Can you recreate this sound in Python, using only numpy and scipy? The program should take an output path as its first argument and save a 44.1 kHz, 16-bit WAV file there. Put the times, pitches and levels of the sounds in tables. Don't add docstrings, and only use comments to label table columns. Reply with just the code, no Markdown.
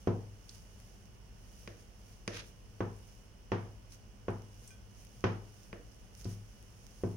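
import sys
import numpy as np
from scipy import signal
from scipy.fft import rfft, irfft, next_fast_len
from scipy.io import wavfile

SR = 44100
rng = np.random.default_rng(int(sys.argv[2]) if len(sys.argv) > 2 else 0)


def wav_out(sig):
    wavfile.write(sys.argv[1], SR, np.round(np.clip(np.atleast_2d(sig).T, -1, 1) * 32767).astype(np.int16))


N = 315756
TIME = np.arange(N) / SR
RING_TIME = TIME[:SR * 2 // 3]


def from_db(db):
    return 10 ** (np.asarray(db) / 20)


def rms_one(x):
    return x / np.sqrt(np.mean(x ** 2) + 1e-20)


def at_hz(points, hz):
    known_hz, values = np.transpose(points)
    return np.interp(np.log(np.maximum(hz, 1)), np.log(known_hz), values)


def butter(x, hz, kind, order=2):
    sections = signal.butter(order, np.clip(hz, 10, 0.45 * SR), kind, fs=SR, output="sos")
    return signal.sosfilt(sections, x + 1e-18)


def colour(x, spectrum):
    size = next_fast_len(x.shape[-1])
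    gain = from_db(at_hz(spectrum, np.fft.rfftfreq(size, 1 / SR)))
    shaped = irfft(rfft(x, size) * gain, size)
    return rms_one(shaped[..., :x.shape[-1]])


def drift(rate):
    knots = rng.standard_normal(int(rate * N / SR) + 2)
    return rms_one(np.interp(TIME * rate, np.arange(len(knots)), knots))


def diffuse(size):
    # f/Hz, correlation
    likeness = [(40, 0.58), (200, 0.78), (400, 0.86), (800, 0.089), (2000, 0), (6000, 0)]
    padded = next_fast_len(size)
    mid, side = rfft(rng.standard_normal((2, padded)))
    alike = np.clip(at_hz(likeness, np.fft.rfftfreq(padded, 1 / SR)), -1, 1)
    stereo = np.sqrt(1 + alike) * mid + np.sqrt(1 - alike) * side * [[1], [-1]]
    return irfft(stereo, padded)[:, :size]


def add(track, s, sound):
    start = int(round(s * SR))
    track[..., start:start + sound.shape[-1]] += sound[..., :N - start]


def background():
    # f/Hz, relative level/dB per Hz
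    rumble_spectrum = [(18, -28), (30, -8), (42, -3.5), (62, -3), (76, -17), (107, -5), (143, -19),
                       (195, -14.5), (275, -25.5), (480, -25.5), (750, -33), (1500, -44), (3000, -74)]
    # f/Hz, mid-waver rms level/dB
    hum_partials = [(43, -62), (102.3, -67.5), (204.6, -73.5), (1480, -86), (2864, -100), (2912, -82),
                    (4247, -93.5)]
    # f/Hz, relative level/dB per Hz
    hiss_spectrum = [(700, 6), (1400, 1), (2300, -0.5), (3000, 2.5), (3900, -10.5), (5200, -7), (7700, -14),
                     (11500, -16.5), (15000, -14.5), (16000, -8.5)]
    rumble = from_db(-55.5) * butter(colour(diffuse(N), rumble_spectrum), 27.6, "high")
    hum = 0
    for hz, db in hum_partials:
        amplitude = np.sqrt(2) * from_db(db + 1.5 * drift(5.2))
        phase = 2 * np.pi * hz * TIME + 0.83 * drift(5.5)
        hum = hum + amplitude * np.sin(phase)
    hiss = from_db([[-67], [-64.5]]) * colour(rng.standard_normal((2, N)), hiss_spectrum)
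    return rumble + hum + hiss


def grains(per_s, spread_db):
    unevenness = np.minimum(rng.exponential(1, (2, N)), 5)
    sizes = from_db(spread_db * unevenness) * rng.choice([-1, 1], (2, N))
    return rms_one(sizes * (rng.random((2, N)) < per_s / SR))


def squeezing():
    # moment it gives way t/s, build-up t/s, relative peak level/dB
    squeezes = [(0.02, 0.12, -69.5), (0.555, 0.11, -64), (0.87, 0.46, -70.5), (1.62, 0.24, -66),
                (1.805, 0.05, -66), (2.12, 0.2, -68), (2.37, 0.044, -61), (2.475, 0.058, -65),
                (3.1, 0.38, -69.5), (3.93, 0.035, -61.5), (4.66, 0.19, -65), (5.01, 0.09, -65),
                (5.19, 0.29, -69.5), (5.63, 0.26, -68), (6.2, 0.05, -60.5), (6.315, 0.083, -59.5),
                (7.03, 0.83, -67.5)]
    swell_db = 12.5
    release_s, release_share = 0.026, 0.5
    settle_db, settle_waver_db, settle_per_s = -78.5, 2.5, 5.5
    power = from_db(settle_db + settle_waver_db * drift(settle_per_s)) ** 2
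    for s, build_s, db in squeezes:
        before = (s - TIME) / build_s
        after = (TIME - s) / (release_s + release_share * build_s)
        away = np.minimum(np.maximum(before, after), 10)
        power = power + from_db(db - swell_db * away) ** 2
    return np.sqrt(power)


def mash():
    # f/Hz, relative level/dB per Hz
    mash_spectrum = [(1000, 1.5), (2800, 7), (4000, 1.5), (5500, 6), (6600, 5.5), (7800, -3), (9800, 0.5),
                     (12000, -2), (15500, 1.5)]
    # t/s, level before the fade/dB, centre f/Hz
    pops = [(0.492, -51.5, 5000), (0.5468, -59, 5400), (2.963, -68, 9000), (3.921, -57, 5700),
            (4.304, -68, 10600), (4.676, -55, 8600), (5.917, -67, 5650), (6.1725, -68, 10000),
            (6.2445, -52.5, 5350)]
    crackle = grains(per_s=9000, spread_db=3.5) + from_db(-10.0) * grains(per_s=40, spread_db=5.5)
    out = from_db(1.0) * squeezing() * colour(crackle, mash_spectrum)
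    moment = RING_TIME[:SR // 5]
    for s, db, centre_hz in pops:
        noise = rng.standard_normal((2, len(moment)))
        spit = rms_one(butter(noise, [centre_hz / 1.3, centre_hz * 1.07], "band", order=1))
        fade = from_db(-60 * moment / 0.022) + from_db(-11.5 - 60 * moment / 0.28)
        onset = 1 - np.exp(-moment / 0.00022)
        add(out, s, from_db(db) * spit * fade * onset)
    return out


def ring(modes):
    out = 0
    for k, (hz, db, t60, pan_db) in enumerate(modes):
        side_db = np.array([[pan_db], [-pan_db]]) / 2
        envelope = from_db(db + side_db - 60 * RING_TIME / t60)
        out = out + (-1) ** k * envelope * np.sin(2 * np.pi * hz * RING_TIME)
    return out


def flex(hz, db):
    swing = np.clip(hz * RING_TIME / 1.5, 0, 1)
    return -from_db(db) * np.sin(3 * np.pi * swing) * np.sin(np.pi * swing) ** 2


def room_tail(spectrum, build_s, early_db, early_t60):
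    # f/Hz, T60/s
    room_t60 = [(80, 1), (210, 0.55), (560, 0.48), (1470, 0.36), (3880, 0.38)]
    noise = butter(colour(diffuse(len(RING_TIME)), spectrum), spectrum[0][0], "high")
    bins, hz = rfft(noise), np.fft.rfftfreq(len(RING_TIME), 1 / SR)
    centres = np.geomspace(60, 15000, 9)
    early = from_db(early_db - 60 * RING_TIME / early_t60)
    tail = 0
    for centre, share in zip(centres, np.eye(len(centres))):
        band = irfft(bins * at_hz(np.c_[centres, share], hz))
        wash = from_db(-60 * RING_TIME / at_hz(room_t60, centre))
        tail = tail + band * (wash + early)
    return tail * (1 - np.exp(-RING_TIME / build_s))


def knocks():
    # t/s, relative level/dB, cushion cut-off f/Hz, treble let through level/dB
    blows = [(0.0727, 1.5, 614, -17), (2.8053, -4.5, 1380, -17), (3.5185, -2.5, 2180, -12),
             (4.2828, -5.5, 1280, -16.5), (5.2402, 0.5, 2500, -10.5), (6.254, -4, 160, -21.5),
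             (7.0354, -2.5, 473, -21)]
    # f/Hz, level for a 0 dB blow/dB, T60/s, left-right level/dB
    table_modes = [(60.6, -45, 0.29, 4), (102.96, -29.5, 0.65, 3), (123.8, -38, 0.52, -4),
                   (174, -29, 0.1, -3), (175.2, -31.5, 0.34, -2), (198.7, -39, 0.4, 4),
                   (217.8, -42.5, 0.42, 12.5), (213.4, -27.5, 0.074, 3.5), (244, -36, 0.34, -2),
                   (283, -50, 0.36, 3), (349.3, -32.5, 0.29, -1), (364, -20, 0.039, -2.5),
                   (401.5, -39.5, 0.27, 16), (445, -52, 0.21, -7), (468, -40, 0.39, -2),
                   (466, -38.5, 0.1, 12), (532.7, -45, 0.25, 8), (665, -45, 0.25, -16.5),
                   (719, -31, 0.029, 5), (1000, -44, 0.26, 2), (1100, -32, 0.035, 4),
                   (1523, -35, 0.037, -12), (1542, -42, 0.14, -5), (1844, -31.5, 0.018, 3),
                   (2750, -33, 0.0075, 14), (3230, -39, 0.018, -4), (5780, -41, 0.0085, -1)]
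    # f/Hz, relative level/dB per Hz
    knock_tail = [(420, 2.5), (600, -6.5), (800, -2.5), (1100, -5), (1600, -9.5), (2300, -13.5),
                  (3200, -16.5), (4000, -24.5), (6500, -28), (9000, -67)]
    out, impulse = np.zeros((2, N)), signal.unit_impulse(SR // 10)
    body = flex(hz=381, db=-22.0) + ring(table_modes)
    for s, db, cushion_hz, through_db in blows:
        thud = butter(impulse, cushion_hz, "low")
        blow = thud - from_db(through_db) * butter(impulse, cushion_hz, "high")
        room = from_db(-31) * room_tail(knock_tail, build_s=0.0019, early_db=8, early_t60=0.022)
        add(out, s, from_db(db) * signal.fftconvolve(blow[None], body + room, axes=-1))
    return out


def excite(force, response):
    return signal.fftconvolve(force[None], response, axes=-1)[:, :N]


def taps():
    # t/s, relative level/dB, contact cut-off f/Hz
    contacts = [(1.6753, -9, 4940), (2.2775, 0, 10900), (5.7288, -6.5, 2300)]
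    # f/Hz, level for a 0 dB tap/dB, T60/s, left-right level/dB
    wall_modes = [(102.4, -42.5, 0.48, 2), (198, -35.5, 0.1, 2.5), (349, -44.5, 0.25, -8),
                  (406, -43.5, 0.095, -3), (472, -50, 0.45, 11), (575, -61, 0.26, 0), (595, -59, 0.23, 1),
                  (673, -49, .1, 2), (1107, -40, 0.029, 1), (1370, -65, .2, -2), (1970, -39.5, .015, -6),
                  (2420, -36.5, 0.022, 5), (3310, -39, 0.0074, -9), (4800, -43.5, 0.026, -5),
                  (6450, -46, 0.013, -5), (9840, -43, 0.0046, 4)]
    # f/Hz, relative level/dB per Hz
    tap_tail = [(330, -3), (600, 6), (850, -8), (1600, 1), (2600, -4.5), (4000, -13.5), (6300, -15.5),
                (7800, -34), (10000, -28), (14000, -38)]
    # f/Hz, relative level/dB per Hz
    tap_bloom = [(300, 2.5), (480, 1.5), (650, -2.5), (800, -38), (2000, -40)]
    force = np.zeros(N)
    for s, db, contact_hz in contacts:
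        add(force, s, from_db(db) * butter(signal.unit_impulse(SR // 10), contact_hz, "low"))
    room = from_db(-45.0) * room_tail(tap_tail, build_s=0.00037, early_db=12.5, early_t60=0.012)
    bloom = from_db(-41) * room_tail(tap_bloom, build_s=0.019, early_db=-8, early_t60=0.06)
    return excite(force, ring(wall_modes) + room + bloom)


def slide(start_s, attack_s, hold_s, t60_s):
    age = TIME - start_s
    decay = from_db(-60 * np.maximum(age - attack_s - hold_s, 0) / t60_s)
    return np.clip(age / attack_s, 0, 1) * decay


def drag():
    # f/Hz, relative level/dB per Hz
    drag_spectrum = [(200, 3), (500, -18), (900, -3.5), (1400, 2), (2500, 3), (4000, -1.5), (5500, -9.5),
                     (6800, -11), (7600, -24), (10000, -21), (15000, -41)]
    grip = from_db(2.2 * drift(220))
    stroke = from_db(-48.5) * slide(start_s=2.308, attack_s=0.046, hold_s=0.045, t60_s=0.22)
    catches = grains(per_s=2500, spread_db=3)
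    fine_catches = from_db(3) * grains(per_s=13000, spread_db=3.0)
    return stroke * grip * colour(catches + fine_catches, drag_spectrum)


def grazes():
    # t/s, relative level/dB
    touches = [(4.7052, -59.5)]
    # f/Hz, relative level/dB, T60/s, left-right level/dB
    rim_modes = [(1536, -7, 0.4, 15), (2412, 0, 0.17, -10), (3320, -12, 0.61, 2), (4237, -21, .25, -1),
                 (5020, -14, 0.16, -3), (6200, -8, 0.12, -2), (8800, -17, 0.16, 0)]
    out = np.zeros((2, N))
    for s, db in touches:
        add(out, s, from_db(db) * ring(rim_modes))
    return out


def scene():
    return background() + mash() + knocks() + taps() + drag() + grazes()


def port(x, resonances):
    for hz, width_hz, gain_db in resonances:
        peak = signal.lfilter(*signal.iirpeak(hz, hz / width_hz, fs=SR), x)
        x = x + (from_db(gain_db) - 1) * peak
    return x


def record(dry):
    # centre f/Hz, width f/Hz, gain level/dB
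    left_port = [(4830, 270, -8), (9410, 1480, 11.5), (14900, 700, -5)]
    # centre f/Hz, width f/Hz, gain level/dB
    right_port = [(5160, 950, 6.1), (6150, 950, 8.94), (14950, 240, 2.3)]
    cutoff_hz = 15800
    heard = np.array([port(dry[0], left_port), port(dry[1], right_port)])
    return signal.sosfilt(signal.ellip(10, 0.1, 80, cutoff_hz, fs=SR, output="sos"), heard)


dry = scene()
out = record(dry)
wav_out(out)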